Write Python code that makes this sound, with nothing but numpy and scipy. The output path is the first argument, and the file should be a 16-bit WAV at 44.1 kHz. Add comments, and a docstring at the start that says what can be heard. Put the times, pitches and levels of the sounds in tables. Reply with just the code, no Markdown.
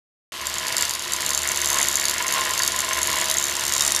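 """Flywheel rattling in a gimbal on a table

Close by, a steel flywheel spins at steady speed on a small motor in a light gimbal frame; the sound cuts in abruptly.
The unbalanced rotor throws a loose joint to and fro: once a turn a bright metal tick rings the joint,
and nearly half a turn later a duller knock rings the frame and its upright plate; at times the joint rubs.
A slower wobble groups the ticks in about threes, like a ratchet. A short room tail follows these contacts;
under them filtered grains make the bearing whirr and wavering sines make the table hum."""
import sys
import numpy as np
from scipy import signal
from scipy.fft import rfft, irfft
from scipy.io import wavfile

SR = 44100
rng = np.random.default_rng(int(sys.argv[2]) if len(sys.argv) > 2 else 0)


def store_wav(level_fs):
    """Save 16-bit WAV to argv[1]."""
    pcm = np.round(np.clip(np.atleast_2d(level_fs), -1, 1) * 32767)
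    wavfile.write(sys.argv[1], SR, pcm.T.astype(np.int16))


N = 176400
TIME = np.arange(N) / SR  # s
ROTOR_HZ, WOBBLE_HZ = 70.72, 22.55
# Course of the bearing whirr, which the hum partly follows: start_s, relative level_db
WHIRR_COURSE = [(.33, -40.5), (.68, -37), (.82, -34), (1.0, -39.5), (1.25, -35.5), (1.42, -37),
                (1.55, -34.5), (1.8, -34), (2.25, -36), (2.4, -33.5), (2.75, -36), (3.2, -33), (3.4, -36),
                (3.85, -34), (4, -35)]


def from_db(db):
    """Decibels to gain."""
    return 10 ** (np.asarray(db) / 20)


def rms_one(x):
    """Scale to unit rms."""
    return x / np.sqrt(np.mean(x ** 2) + 1e-20)


def curve(rows, at=TIME):
    """A time table, joined by straight lines."""
    rows = np.array(rows)
    return np.interp(at, rows[:, 0], rows[:, 1])


def drift(rate_hz):
    """Random wander of unit rms through `rate_hz` fresh points a second."""
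    return rms_one(np.interp(TIME * rate_hz, np.arange(400), rng.standard_normal(400)))


def resonate(x, modes, wander=0):
    """Parallel damped modes (Hz, width Hz, dB) of alternating sign; pitches stray by the share `wander`."""
    out = 0
    for k, (hz, width_hz, db) in enumerate(modes):
        decay = np.exp(-np.pi * width_hz / SR)
        pitch_hz = hz * (1 + wander * drift(WOBBLE_HZ))
        spin = np.exp(2j * np.pi * np.cumsum(pitch_hz) / SR)
        # Shift the mode down to 0 Hz, smooth it there, and shift it back.
        shifted = (x + 1e-18) * spin.conj()
        envelope = signal.lfilter([1 - decay, 1 - decay], [1, -decay], shifted)
        out = out + (-1) ** k * from_db(db) * np.real(spin * envelope)
    return out


def colour(x, points):
    """Filter a sound by a (Hz, dB) curve, straight over log frequency."""
    hz, db = np.transpose(points)
    bin_hz = np.arange(N // 2 + 1) * SR / N
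    gain = from_db(np.interp(np.log(bin_hz + 1), np.log(hz), db))
    return irfft(rfft(x) * gain, N)


def place(times, levels_db, bursts):
    """Lay one burst of force, its spectrum partly evened and its energy set by its level, at each time."""
    out = np.zeros(N + SR)
    spectra = rfft(bursts)
    bursts = irfft(spectra / np.sqrt(abs(spectra) + 1e-9))
    for s, db, burst in zip(times, levels_db, bursts):
        i = int(s * SR)
        out[i:i + len(burst)] += from_db(db) * burst / np.linalg.norm(burst)
    return out[:N]


def turns():
    """The moment in each turn at which the joint closes."""
    # How late in the turn the joint closes: start_s, delay_ms
    closing_lag = [(.33, 3.3), (.5, 3.0), (1.25, 4.1), (1.95, 4.3), (2.15, 3.9), (2.42, 5.4), (2.62, 4.6),
                   (3.25, 4.1), (3.65, 3.4), (4, 3.4)]
    s = np.arange(int(N / SR * ROTOR_HZ) + 1) / ROTOR_HZ
    return s + curve(closing_lag, s) / 1000


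def with_hard_blows(s, db, rows):
    """Each hard blow takes the place of the nearest ordinary one."""
    s, db = s.copy(), db.copy()
    for at, level_db in rows:
        k = np.argmin(abs(s - at))
        s[k], db[k] = at, level_db
    return s, db


def ticks():
    """A snap with tiny rebounds rings the joint once a turn, harder at the crest of the wobble."""
    # Mean force of the rattle: start_s, relative level_db
    rattle_course = [(.33, -41), (.46, -31.5), (.67, -34), (.8, -26), (1.06, -27.5), (1.32, -19.5),
                     (1.8, -8.5), (2.2, -19.5), (2.45, -22.5), (2.65, -15), (2.92, -24.5), (3.12, -13.5),
                     (3.6, -13.5), (4, -11)]
    # The hardest ticks, on the same scale: start_s, relative level_db
    hardest_ticks = [(0.4694, -14), (0.7243, -14), (0.7671, -11), (0.7812, -12), (0.8094, -13),
                     (0.8237, -10), (0.8517, -15), (0.8943, -14), (0.9085, -13), (1.1347, -10),
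                     (1.263, -12), (1.2912, -12), (1.305, -9), (1.3474, -11), (1.3759, -11), (1.4743, -12),
                     (1.4888, -14), (1.517, -13), (1.5731, -12), (1.6162, -11), (1.6452, -12),
                     (1.6583, -10), (1.7013, -10), (1.7293, -12), (1.7433, -12), (1.7858, -12),
                     (1.8142, -12), (1.8283, -9), (1.885, -8), (1.9555, -9), (1.97, -13), (1.9977, -11),
                     (2.0538, -9), (2.0828, -12), (2.096, -11), (2.2807, -13), (2.3237, -10), (2.338, -12),
                     (2.5775, -14), (2.5921, -12), (2.6207, -12), (2.6337, -9), (2.6768, -7), (2.7617, -12),
                     (2.7894, -12), (2.8042, -12), (2.9318, -14), (3.0302, -10), (3.0722, -11),
                     (3.1294, -14), (3.2135, -12), (3.299, -9), (3.3129, -9), (3.3408, -13), (3.3692, -13),
                     (3.3833, -12), (3.44, -12), (3.6796, -12), (3.7225, -10), (3.7366, -11), (3.7641, -13),
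                     (3.7797, -13), (3.7945, -13), (3.8079, -7), (3.8216, -10), (3.8495, -12),
                     (3.8641, -12), (3.8777, -8), (3.9202, -8), (3.9483, -11), (3.9623, -10)]
    # Modes of the metal joint: pitch_hz, width_hz, level_db, change_db as the gimbal swings round
    joint_modes = [(1060, 540, -13.5, 1), (3726, 50, -0.5, 3), (4537, 210, -6.5, 1), (5620, 360, -8.5, 7),
                   (6345, 110, 4, -0.5), (6920, 220, 2, -1.5), (7390, 250, 2, 1), (8720, 184, -8.5, 5.5),
                   (9570, 246, -6, 3.5), (10140, 76, -3, -36), (10730, 240, -5.5, -14),
                   (11580, 920, -10, -1), (13400, 730, -14.5, -4), (14460, 790, -16, 1)]
    swing_db, scatter_db, soft_top_db, force_gain_db = 9.5, 6.5, -15.5, 27
    chatter_s = .00042  # time scale of the tiny rebounds
    after_rattle_db, after_rattle_s = -17, .005

    s = turns()
    wobble = np.cos(2 * np.pi * WOBBLE_HZ * (s - .012))  # a crest at .012 s
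    db = curve(rattle_course, s) + swing_db * wobble
    db = np.minimum(db + scatter_db * rng.standard_normal(len(s)), soft_top_db)
    s, db = with_hard_blows(s, db, hardest_ticks)

    bursts = rng.standard_normal(size=(len(s), 700))
    t = TIME[:bursts.shape[1]]
    age = t / chatter_s
    bursts *= age * np.exp(1 - age) + from_db(after_rattle_db) * np.exp(-t / after_rattle_s)
    bursts[:, 0] = 1  # the first touch
    force = place(s - chatter_s, db + force_gain_db, bursts)

    swung = np.interp(TIME, [3.4, 3.75], [0, 1])  # the gimbal swings round, s
    joint = 0
    for k, (hz, width_hz, level_db, change_db) in enumerate(joint_modes):
        mode_db = change_db * swung + 1.8 * drift(ROTOR_HZ)
        ring = resonate(force * from_db(mode_db), [(hz, width_hz, level_db)], wander=.009)
        joint = joint + (-1) ** k * ring
    return joint + small_parts(force)


def small_parts(force):
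    """Brackets ring along with the ticks while they bear on the joint."""
    # Their modes and when they bear: pitch_hz, width_hz, level_db, strongest_s, spread_s
    bracket_modes = [(4625, 210, -1.5, .79, .54), (4625, 210, 1, 2.07, .05), (4625, 210, -1.5, 2.62, .07),
                     (3800, 240, 1.5, 3.13, .03), (3800, 240, 1.5, 3.31, .03)]
    out = 0
    for hz, width_hz, db, s, spread_s in bracket_modes:
        bearing_on = np.exp(-((TIME - s) / spread_s) ** 2)
        out = out + bearing_on * resonate(force, [(hz, width_hz, db)])
    return out


def knocks():
    """On the way back the joint scuffs against the frame, which rings together with its upright plate."""
    # Course of the knocks: start_s, relative level_db
    knock_course = [(.33, -38), (.8, -31.5), (.98, -41), (1.25, -32), (1.4, -36), (1.52, -30.5),
                    (1.69, -34), (1.78, -28.5), (1.93, -34.5), (2.15, -30), (2.5, -32), (2.9, -32.5),
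                    (3.25, -30), (3.4, -35), (4, -35)]
    # The hardest knocks: start_s, level_db above the usual force
    hardest_knocks = [(1.453, 8), (2.203, 7), (2.599, 8), (2.909, 9), (2.98, 6), (3.22, 6)]
    # Modes of the frame: pitch_hz, width_hz, level_db
    frame_modes = [(366, 84, -9), (655, 53, 0.5), (1196, 48, -6.5), (1407, 53, 2.5), (1709, 37, 5.5),
                   (1856, 76, 6.5), (2014, 246, 3.5), (2234, 104, 4.5), (2770, 96, -0.5)]
    # Ring of the upright plate against the knocks: start_s, level_db
    plate_course = [(.33, -6), (1.55, -6), (1.8, -2.5), (3.25, -4.5), (3.55, -6.5)]
    lag_turns, jitter_s, length_s = .46, .0007, .00085
    scatter_db, swing_db = 3, 3

    s = turns() + lag_turns / ROTOR_HZ
    s = s + jitter_s * rng.standard_normal(len(s))
    wobble = np.cos(2 * np.pi * WOBBLE_HZ * (s - .03))  # a crest at .03 s
    db = scatter_db * rng.standard_normal(len(s)) + swing_db * wobble
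    s, db = with_hard_blows(s, np.minimum(db, swing_db), hardest_knocks)

    bursts = rng.standard_normal(size=(len(s), 400))
    age = TIME[:bursts.shape[1]] / length_s
    force = place(s - length_s, db, bursts * age * np.exp(-age))

    frame = from_db(-1) * rms_one(resonate(force, frame_modes))
    plate_modes = [(hz, 40, 0) for hz in (1000, 1040)]  # Hz, width Hz, dB
    plate = from_db(curve(plate_course)) * rms_one(resonate(force, plate_modes, wander=.02))
    return from_db(curve(knock_course)) * (frame - plate)


def scrapes():
    """Now and then the joint stays in contact and rubs, a broad rough surge."""
    # The rubs: centre_s, spread_s, level_db
    rubs = [(1.775, 0.057, -29), (2.37, 0.025, -27)]
    # Colour of the rubbing: pitch_hz, level_db per Hz
    rub_colour = [(600, -13.5), (1000, 3), (1900, -6), (3600, -9), (7000, -35)]
    pressure = sum(from_db(db) * np.exp(-((TIME - s) / spread_s) ** 2) for s, spread_s, db in rubs)
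    return pressure * rms_one(colour(grains(), rub_colour))


def grains():
    """Dense tiny contacts of random sign and uneven size."""
    grains_per_s, spread_db = 4500, 3.2
    struck = rng.random(N) < grains_per_s / SR
    sign = rng.choice([-1, 1], N)
    size = from_db(spread_db * np.minimum(rng.exponential(1, N), 5))
    return struck * sign * size


def bearings():
    """The rolling balls make a grainy whirr."""
    # Colour of the bearing whirr: pitch_hz, level_db per Hz
    whirr_colour = [(25, -22), (50, -13), (125, 0), (155, -8.5), (185, -1), (240, -5.5), (300, -2.5),
                    (420, -5.5), (660, -2), (780, -6), (1000, 6), (1220, 1), (1900, 0), (2400, -0.5),
                    (2900, 5), (3800, 2.5), (4600, 2), (7100, -4), (11700, -9), (12700, -6.5), (15000, -31)]
    gain_db = 6.5
    return from_db(gain_db + curve(WHIRR_COURSE)) * rms_one(colour(grains(), whirr_colour))


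def hum():
    """The unbalance shakes the table, mostly at odd multiples of rotor speed, louder as the whirr rises."""
    # Partials of the hum: multiple of the rotor speed, rms_db before swing and waver
    hum_partials = [(1, -51.5), (3, -66.5), (5, -51), (7, -56), (9, -51.5), (12, -54)]
    whirr_db = curve(WHIRR_COURSE)
    swing_db = .85 * (whirr_db - np.mean(whirr_db))  # a share of the whirr's swing
    out = 0
    for multiple, rms_db in hum_partials:
        amplitude = np.sqrt(2) * from_db(rms_db + swing_db + 3 * drift(13))
        cycles = round(multiple) * ROTOR_HZ * TIME + rng.random()
        out = out + amplitude * np.sin(2 * np.pi * cycles)
    return out


def room(x):
    """The short, faint tail of a small room: decaying noise, 5 ms behind the direct sound."""
    t60_s, tail_db = .15, -11
    t = TIME[:SR // 2]
    tail = rng.standard_normal(len(t)) * from_db(-60 * t / t60_s) * (t > .005)
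    return x + from_db(tail_db) * signal.fftconvolve(x, tail / np.linalg.norm(tail))[:N]


def scene():
    """The whole rig, heard from close by."""
    contacts = room(ticks() + knocks() + scrapes())
    return (contacts + bearings() + hum())[None]


def record(dry):
    """The sound cuts in abruptly at 0.32 s; peaks are rounded and the top is cut."""
    start_s, cutoff_hz = .32, 15200
    x = np.tanh(dry * (TIME >= start_s))
    top_cut = signal.ellip(10, .2, 70, cutoff_hz, fs=SR, output="sos")
    return signal.sosfilt(top_cut, x)


dry = scene()
out = record(dry)
store_wav(out)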